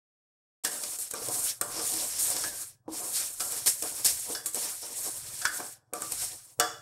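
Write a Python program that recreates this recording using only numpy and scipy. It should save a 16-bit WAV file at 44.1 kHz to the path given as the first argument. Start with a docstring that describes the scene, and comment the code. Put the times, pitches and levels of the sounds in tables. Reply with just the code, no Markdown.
"""After a moment of silence a wooden spatula is already stirring dry rice in a metal pan, close by, in mono.
As it stirs, dense random ticks give bright grains, grains on metal, a scraping edge and a wooden drag.
Knocks fall amid the stirring, the hardest near the end: a noise crack, ringing pan modes, sprays of rice, a room tail.
Beneath it all the pan shudders as a dull noise rumble, and a far engine of low puffs and hum throbs at times."""
import sys
import numpy as np
from scipy import signal
from scipy.fft import rfft, irfft, next_fast_len
from scipy.io import wavfile
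from scipy.ndimage import uniform_filter1d, map_coordinates

SR = 44100
rng = np.random.default_rng(int(sys.argv[2]) if len(sys.argv) > 2 else 0)


def store_wav(level_fs):
    """Save 16-bit WAV to argv[1]."""
    pcm = np.round(np.clip(np.atleast_2d(level_fs), -1, 1) * 32767)
    wavfile.write(sys.argv[1], SR, pcm.T.astype(np.int16))


N = 300486

# Stirring, one table for each stretch between sudden onsets:
# (time [s], rice flow level [dB], spatula pressure level [dB])
STIR_STRETCHES = [
    [(0.64, -43.5, -52.5), (0.65, -32.5, -43.5), (0.706, -43.5, -58), (0.716, -38, -49),
     (0.826, -38, -51.5), (0.956, -37.5, -59), (0.98, -43, -62)],
    [(0.989, -34.5, -59), (1.027, -34.5, -59.5), (1.103, -49, -69), (1.111, -38, -66), (1.128, -54, -56)],
    [(1.15, -44, -46), (1.264, -37.5, -52.5), (1.286, -40, -40.5), (1.334, -33.5, -49.5),
     (1.478, -28.5, -54.5), (1.586, -54, -71), (1.6, -57, -65)],
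    [(1.63, -42, -46.5), (1.658, -43.5, -49.5), (1.822, -34.5, -46.5), (1.922, -30.5, -54.5),
     (1.942, -31.5, -45), (2.108, -34.5, -55.5), (2.18, -37.5, -56.5)],
    [(2.185, -34.5, -53), (2.203, -26, -52), (2.375, -35.5, -46), (2.381, -34.5, -48.5),
     (2.473, -33.5, -47.5), (2.511, -41, -55), (2.623, -37.5, -61.5), (2.709, -53, -71.5),
     (2.819, -94, -84), (2.87, -93, -69)],
    [(2.882, -70, -52), (2.938, -38, -50), (3.124, -34.5, -51.5), (3.174, -28, -50), (3.186, -29.5, -58),
     (3.202, -30.5, -51.5), (3.37, -43.5, -69.5), (3.39, -41.5, -65)],
    [(3.397, -34, -52), (3.409, -30.5, -47), (3.467, -36, -55.5), (3.533, -33.5, -49), (3.623, -37, -56),
     (3.65, -43.5, -60)],
    [(3.66, -27, -47), (3.676, -19, -40), (3.71, -30, -55), (3.774, -39.5, -65), (3.81, -40.5, -66)],
    [(3.835, -34, -44.5), (3.901, -37.5, -54), (3.999, -34.5, -50.5), (4.025, -39.5, -55),
     (4.035, -36, -59.5)],
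    [(4.046, -23.5, -45.5), (4.058, -20, -42), (4.142, -34.5, -57.5), (4.284, -39.5, -56.5),
     (4.3, -35.5, -45.5), (4.364, -38.5, -51), (4.43, -53, -61), (4.445, -44.5, -60)],
    [(4.459, -28.5, -53), (4.523, -48, -67), (4.535, -39, -61)],
    [(4.555, -30, -50), (4.569, -36, -44), (4.711, -36, -54), (4.717, -34, -56.5), (4.809, -44.5, -67),
     (4.82, -42, -61)],
    [(4.83, -44, -50), (4.884, -42, -59), (4.928, -41, -52.5), (5.004, -36, -58), (5.094, -34, -48),
     (5.132, -37.5, -57), (5.174, -38, -58), (5.218, -43, -63), (5.405, -40, -59.5)],
    [(5.47, -35, -53), (5.502, -44, -55.5), (5.534, -39, -57), (5.578, -34.5, -54), (5.598, -40, -42.5),
     (5.732, -46, -69), (5.846, -95, -81), (5.92, -90, -75)],
    [(5.95, -44.5, -48), (5.98, -48.5, -45), (6.0, -45.5, -52)],
    [(6.005, -39, -49), (6.011, -42, -47.5), (6.097, -40.5, -56.5), (6.127, -34, -51), (6.159, -38, -58.5),
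     (6.227, -32.5, -55), (6.403, -51, -68), (6.531, -58, -72), (6.565, -69, -83), (6.585, -70, -68)],
]
# Spatula knocks: (time [s], crack level [dB], ping level [dB], clack level [dB], clack centre [Hz],
# thud level [dB], thud centre [Hz], freedom of the pan to ring [0-1])
SPATULA_KNOCKS = [(0.6373, -20.5, -50, -62, 1670, -50, 522, .4),
                  (0.6482, -10.5, -28, -30.5, 1730, -39, 468, 0.26),
                  (0.8351, -23.5, -29.5, -40.5, 1020, -45, 566, 0.37),
                  (0.9866, -22.5, -43.5, -56, 1990, -59, 463, 0.3),
                  (1.1111, -19, -47.5, -56, 2080, -50, 552, 0.1),
                  (1.137, -21, -45.5, -31, 1200, -35.5, 468, 0.2),
                  (1.2185, -32.5, -46, -51, 1360, -33.5, 470, .15),
                  (1.2851, -20, -34.5, -62, 1000, -30, 482, 0.1),
                  (1.6119, -10.5, -29, -28.5, 1260, -33.5, 580, 0.18),
                  (1.793, -28, -33.5, -33.5, 1170, -36, 473, .3),
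                  (1.9374, -19.5, -37, -57, 1040, -34, 291, 0.3),
                  (2.3023, -17.5, -45, -39, 1300, -41, 587, 0.1),
                  (2.364, -21.5, -29, -43, 1570, -45, 476, 0.3),
                  (2.4377, -25.5, -28.5, -29, 1640, -47, 323, .25),
                  (2.8798, -53, -70, -61, 990, -30.5, 322, 0.3),
                  (3.4042, -21, -28, -32.5, 1360, -42, 727, .3),
                  (3.5209, -19.5, -38, -53, 1190, -43, 490, .28),
                  (3.8234, -15, -35, -51, 2180, -37.5, 468, 0.26),
                  (4.3012, -29, -38.5, -53, 1030, -35.5, 470, 0.26),
                  (4.3494, -29, -25, -35, 1600, -61, 789, 0.4),
                  (4.4598, -17, -39, -38.5, 1040, -50, 301, .3),
                  (4.5458, -17.5, -39, -48, 1450, -41, 471, 0.27),
                  (4.828, -34, -54, -47, 1040, -49, 592, .4),
                  (5.4163, -25.5, -32, -38, 1630, -49, 738, 0.51),
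                  (5.4473, -25.5, -35.5, -32.5, 1530, -53, 713, 0.36),
                  (5.4523, -17, -21, -21, 1544, -51, 713, 0.28),
                  (5.6005, -31, -50, -31.5, 990, -38, 720, 0.23),
                  (5.928, -63, -68, -58, 1100, -35.5, 470, 0.05),
                  (5.9347, -19, -46, -31.5, 1155, -36, 560, 0.47),
                  (6.0196, -20.5, -45, -36, 1160, -44, 331, 0.4),
                  (6.1206, -15, -35, -47, 2200, -53, 886, 0.2),
                  (6.5911, -56, -68, -52, 1100, -34.5, 430, .3),
                  (6.5981, -6.5, -19, -23, 1310, -28.5, 732, .5)]
# Modes of the pan: (frequency [Hz], relative level [dB], t60 of the free pan [s])
PAN_MODES = [(323, -6, .5), (470, -3, .4), (593, -5, .5), (660, -10, .3), (732, -4, .3), (850, -10, .3),
             (950, -10, .3), (1170, -6, .5), (1260, -9, .3), (1338, -8, .35), (1371, -6, .4),
             (1530, -3, .3), (1600, -5, .3), (1696, -5, .45), (1800, -7, .35), (1950, -9, .25),
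             (2934, -4, .3), (3445, -2, .28), (4400, -9, .2), (4764, -6, .26), (5082, -12, .3),
             (5356, -7, .3), (5696, -7, .3), (6089, -8, .2), (6433, -13, .3), (6896, -13, .3),
             (7730, -14, .25), (7908, -16, .25), (8260, -14, .12), (8576, -17, .2), (9006, -21, .15)]

# Colour of grain on grain: (frequency [Hz], relative level [dB])
RICE_COLOUR = [(2650, -36.5), (4500, -10.5), (5030, -16), (5420, -23), (6320, -4.5), (8550, 3.5),
               (12500, -4.5), (13900, -9.5), (16000, -18.5)]
# Colour of grains on metal: (frequency [Hz], relative level [dB])
METAL_COLOUR = [(1000, -37.5), (1700, -12.5), (2850, -13), (5020, -7), (5430, -0.5), (6220, -8.5),
                (7000, -8), (9100, -17), (15400, -120)]
# Colour of the spatula edge's hiss: (frequency [Hz], relative level [dB])
EDGE_COLOUR = [(700, -53), (1000, -0.5), (1500, 1.5), (1900, -14.5), (2400, 2), (3200, -41)]
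# Colour of the dragging wood: (frequency [Hz], relative level [dB])
DRAG_COLOUR = [(100, -59), (170, -10), (325, -5), (371, -7.5), (462, -1.5), (512, -3.5), (1100, -6.5),
               (1430, -21.5), (2420, -120)]
# Colour of the knock's crack: (frequency [Hz], relative level [dB])
CRACK_COLOUR = [(900, -21.5), (1500, -22.5), (3000, -19.5), (4600, -18), (5700, -16.5), (6800, -7.5),
                (8200, 1), (9800, -8.5), (13000, -11.5), (16000, -20)]
# Colour of the shuddering pan: (frequency [Hz], relative level [dB])
RUMBLE_COLOUR = [(15, -6.5), (40, 0), (90, 2.5), (200, -15), (300, -46.5)]

# Flurry after a knock, for grains, metal, edge, drag: level against crack, ping, clack, thud [dB]
FLURRY_DB = [-18.5, -2.5, -5.5, -10]
# Decay of that flurry, in the same order: t60 [s]
FLURRY_T60_S = [0.057, 0.063, 0.056, 0.097]
# Rumble of the pan at the usual rice flow: (time [s], level [dB])
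SHUDDER_LEVEL = [(0.64, -94), (0.79, -72), (2.32, -67.5), (2.58, -68), (3.54, -73), (3.96, -69),
                 (5.91, -73), (6.09, -66), (6.81, -70)]
# Throb of the far engine: (time [s], level [dB])
ENGINE_THROB = [(0.64, -73), (1.21, -76), (1.27, -50), (1.57, -72), (1.6, -58), (2.15, -70), (2.43, -59),
                (2.51, -68.5), (3.16, -66), (3.3, -78), (3.7, -57), (3.75, -68.5), (4.04, -62), (4.87, -73),
                (5.35, -56.5), (5.54, -75), (5.59, -62), (5.86, -75), (6.1, -59), (6.55, -76), (6.59, -57),
                (6.81, -61)]

METAL_DB, METAL_FROM_PRESSURE = -3, 0.31  # grains on metal follow the flow, and a little the pressure
EDGE_DB, EDGE_FROM_PRESSURE = -14, 0.51  # the edge hiss follows flow and pressure alike
PING_HZ = 5000
CRACK_T60_S, SNAP_T60_S = 0.039, 0.0093  # body of the crack, and its sharper front
ROOM_DB, ROOM_T60_S = -6.5, .46
SHUDDER_GROWS, USUAL_FLOW_DB = 0.4, -42.5  # dB per dB of moving rice
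PUFFS_PER_S = 19  # on average
START_S, FADE_IN_S, TOP_HZ = .636, 0.0071, 15750


def stirring():
    """Grain on grain is bright; grain on metal and the scraping spatula ring the damped pan."""
    flow_db, press_db = flow_and_pressure()
    metal_db = METAL_DB + flow_db + METAL_FROM_PRESSURE * (press_db - flow_db)
    edge_db = EDGE_DB + flow_db + EDGE_FROM_PRESSURE * (press_db - flow_db)
    stir_gains = amp([flow_db, metal_db, edge_db, press_db])
    rice_gain, metal_gain, edge_gain, drag_gain = np.hypot(stir_gains, shaken())

    rice_ticks = patter(5000, spread_db=3, blur=0.7)
    metal_ticks = patter(3500, spread_db=3.0, blur=0.58)
    edge_ticks = patter(2000, spread_db=4, blur=0.43)
    drag_ticks = patter(1000, spread_db=3.0, blur=0.57)
    rice = coloured(through_pan(rice_ticks, damping=1.7, ring_db=6.0), RICE_COLOUR)
    metal = coloured(through_pan(metal_ticks, damping=1.1, ring_db=0.5), METAL_COLOUR)
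    edge = coloured(through_pan(edge_ticks, damping=7.8, ring_db=13.5), EDGE_COLOUR)
    drag = coloured(through_pan(drag_ticks, damping=2.4, ring_db=8.0), DRAG_COLOUR)

    # grains and metal share one unsteady flow; each layer also wavers by itself
    flow = wobble(40)
    rice_waver = amp(1.0 * flow + 0.75 * wobble(80))
    metal_waver = amp(0.72 * flow + 1.1 * wobble(30) + 2.3 * wobble(12))
    edge_waver = amp(0.58 * wobble(32) + 3.1 * wobble(15))
    drag_waver = amp(2.5 * wobble(35))
    return (patchy(rice, depth_db=0.94) * rice_gain * rice_waver
            + patchy(metal, depth_db=1.5) * metal_gain * metal_waver
            + edge * edge_gain * edge_waver
            + drag * drag_gain * drag_waver)


def flow_and_pressure():
    """Rice flow and spatula pressure in dB, stretch after stretch; each new stretch sets in at once."""
    t = np.arange(N) / SR
    levels = np.array(curves(STIR_STRETCHES[0]))
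    for rows in STIR_STRETCHES[1:]:
        levels = np.where(t >= rows[0][0], curves(rows), levels)
    return levels


def shaken():
    """The short flurry that every knock adds to the four stirring layers, as gains."""
    gains = np.zeros((4, N + SR))
    t = np.arange(SR // 4) / SR
    t60 = np.maximum(FLURRY_T60_S, .01)[:, None]
    dying = amp(-60 * t / t60) * (1 - np.exp(-t / 0.001))
    for s, crack_db, ping_db, clack_db, _, thud_db, *_ in SPATULA_KNOCKS:
        level_db = np.add([crack_db, ping_db, clack_db, thud_db], FLURRY_DB)
        gains[:, round(s * SR):][:, :len(t)] += amp(level_db)[:, None] * dying
    return gains[:, :N]


def patter(rate, spread_db, blur):
    """Random ticks (rate a second), mostly small, some large, blurred by noise for ticks too dense to tell apart."""
    size_db = spread_db * np.minimum(rng.exponential(size=N), 4.5)
    struck = rng.random(N) < rate / SR
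    ticks = struck * amp(size_db) * rng.choice([-1, 1], N)
    blur = np.clip(blur, 0, 1)  # share of the power
    return np.sqrt(1 - blur) * unit(ticks) + np.sqrt(blur) * rng.standard_normal(N)


def through_pan(x, damping, ring_db):
    """x plus the pan modes it excites; rice lying in the pan widens them."""
    def response(f):
        out = np.ones(len(f), complex)
        for k, (hz, db, t60) in enumerate(PAN_MODES):
            width = damping * np.log(1000) / (np.pi * t60)
            mode = 1j * f * width / (hz * hz - f * f + 1j * f * width)
            out += (-1) ** k * amp(db + ring_db) * mode
        return out
    return filtered(x, response)


def patchy(x, depth_db):
    """Heaps of rice slide by turns: random gain in patches of time and pitch."""
    z = signal.stft(x, nperseg=256)[2]
    field = rng.standard_normal(z.shape)
    for axis in (0, 1):
        field = uniform_filter1d(field, 8, axis)
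    gain = amp(depth_db * field / field.std())
    return unit(signal.istft(z * gain, nperseg=256)[1][:N])


def knocks():
    """Each knock is a crack of wood on metal and a new mix of ringing pan modes."""
    out = np.zeros(N + SR)
    t = np.arange(int(.4 * SR)) / SR
    for s, crack_db, *pan_blow in SPATULA_KNOCKS:
        out[round(s * SR):][:len(t)] += pan_ring(t, crack_db, *pan_blow) + wood_crack(t, crack_db)
    return out[:N]


def pan_ring(t, crack_db, ping_db, clack_db, clack_hz, thud_db, thud_hz, free):
    """Decaying sine modes: low thud, middle clack and high ping; a less free pan dies away sooner."""
    hz, level_db, t60 = (c[:, None] for c in np.transpose(PAN_MODES))
    # the spot struck favours the modes near one pitch; a hard blow wakes them all
    choosy = np.clip(-crack_db / 16, .35, 1.6)
    thud = thud_db + 3.5 - 16 * choosy * np.abs(np.log2(hz / thud_hz))
    clack = clack_db + 0.19 - 36 * choosy * np.abs(np.log2(hz / clack_hz))
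    ping = ping_db - 6.0 - 12 * choosy * np.abs(np.log2(hz / PING_HZ))
    drive_db = np.where(hz < 1000, thud, np.where(hz < 2200, clack, ping))
    chance_db, chance_phase = rng.standard_normal((2, len(PAN_MODES), 1))
    # grains resting on the metal jostle the phase of every mode, the high ones most
    steps = rng.standard_normal((len(PAN_MODES), len(t)))
    jostle = 0.033 * (hz / 1000) ** 0.75 * np.cumsum(steps, axis=1)
    decay = amp(drive_db + level_db + chance_db - 60 * t / (t60 * max(free, .03)))
    modes = decay * np.sin(2 * np.pi * hz * t + jostle + chance_phase)
    return np.sum(modes, axis=0) * (1 - np.exp(-t / 0.00026))


def wood_crack(t, crack_db):
    """Wood on metal: a coloured noise burst with a sharp front and a slower body."""
    burst = amp(-60 * t / CRACK_T60_S) + 3.66 * amp(-60 * t / SNAP_T60_S)
    noise = coloured(rng.standard_normal(len(t)), CRACK_COLOUR)
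    return noise * amp(crack_db - 14.5) * burst * (1 - np.exp(-t / 0.00054))


def kitchen(x, t60):
    """The room's answer: a dying noise tail, duller than the blow."""
    t = np.arange(SR // 2) / SR
    colour = [(200, -8.5), (1000, -2.5), (6000, -6), (16000, -12.5)]  # (frequency [Hz], relative level [dB])
    tail = coloured(rng.standard_normal(len(t)), colour) * amp(-60 * t / t60)
    delayed = np.pad(x, (200, 0))  # samples before the answer
    return signal.fftconvolve(delayed, tail / np.linalg.norm(tail))[:N]


def shudder():
    """The pan shudders on the stove: a dull, lumpy rumble that swells with the moving rice."""
    moving = np.hypot(amp(flow_and_pressure()[0]), shaken()[0]) / amp(USUAL_FLOW_DB)
    lumps = amp(curves(SHUDDER_LEVEL)[0] + 3.5 * wobble(9.2))
    rumble = coloured(rng.standard_normal(N), RUMBLE_COLOUR)
    return lumps * moving ** SHUDDER_GROWS * rumble


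def engine():
    """A far engine: uneven puffs and noise ring a low resonance beside a hum near 120 Hz."""
    throb_db, = curves(ENGINE_THROB)
    turns = np.cumsum(PUFFS_PER_S * (1 + .08 * wobble(5))) / SR
    puffs = np.diff(np.floor(turns), prepend=0) * amp(0.83 * rng.standard_normal(N))

    def pipe(f):
        return (1j * f * 45 / (118 ** 2 - f * f + 1j * f * 45)) ** 2  # 118 Hz, 45 Hz wide, passed twice

    puffing = unit(filtered(puffs, pipe))
    breath = unit(filtered(rng.standard_normal(N), pipe))
    hum = np.sqrt(2) * np.sin(2 * np.pi * np.cumsum(121 + 6 * wobble(2.5)) / SR)
    return amp(throb_db) * (0.92 * puffing + 0.29 * breath + 0.27 * hum)


def amp(db):
    """Decibels to a linear gain."""
    return 10 ** (np.asarray(db) / 20)


def unit(x):
    """x scaled to rms 1."""
    return x / np.sqrt(np.mean(x ** 2) + 1e-20)


def curves(rows):
    """One value per sample for each column after the time."""
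    s, *cols = np.transpose(rows)
    return [np.interp(np.arange(N) / SR, s, c) for c in cols]


def wobble(rate):
    """A smooth random curve, rate knots a second."""
    knots = rng.standard_normal(int(N * rate / SR) + 4)
    return map_coordinates(knots, [np.arange(N) * rate / SR])


def filtered(x, response):
    """x filtered by a complex response of frequency."""
    m = next_fast_len(len(x) + SR // 2)
    return irfft(rfft(x, m) * response(np.fft.rfftfreq(m, 1 / SR)), m)[:len(x)]


def coloured(x, spectrum):
    """x shaped by (frequency [Hz], relative level [dB]) points on a log axis, rms 1."""
    f, db = np.transpose(spectrum)
    return unit(filtered(x, lambda hz: amp(np.interp(np.log(hz + 1), np.log(f), db))))


def scene():
    """Stirring, knocks with the room's answer, the shudder and the engine, in mono."""
    blows = knocks()
    room = amp(ROOM_DB) * kitchen(blows, ROOM_T60_S)
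    mono = stirring() + blows + room + shudder() + engine()
    return np.array([mono, mono])


def record(dry):
    """Silent until the sound cuts in; nothing above the band limit."""
    on = np.clip((np.arange(N) / SR - START_S) / FADE_IN_S, 0, 1)
    return np.array([on * filtered(channel, lambda hz: hz < TOP_HZ) for channel in dry])


dry = scene()
out = record(dry)
store_wav(out)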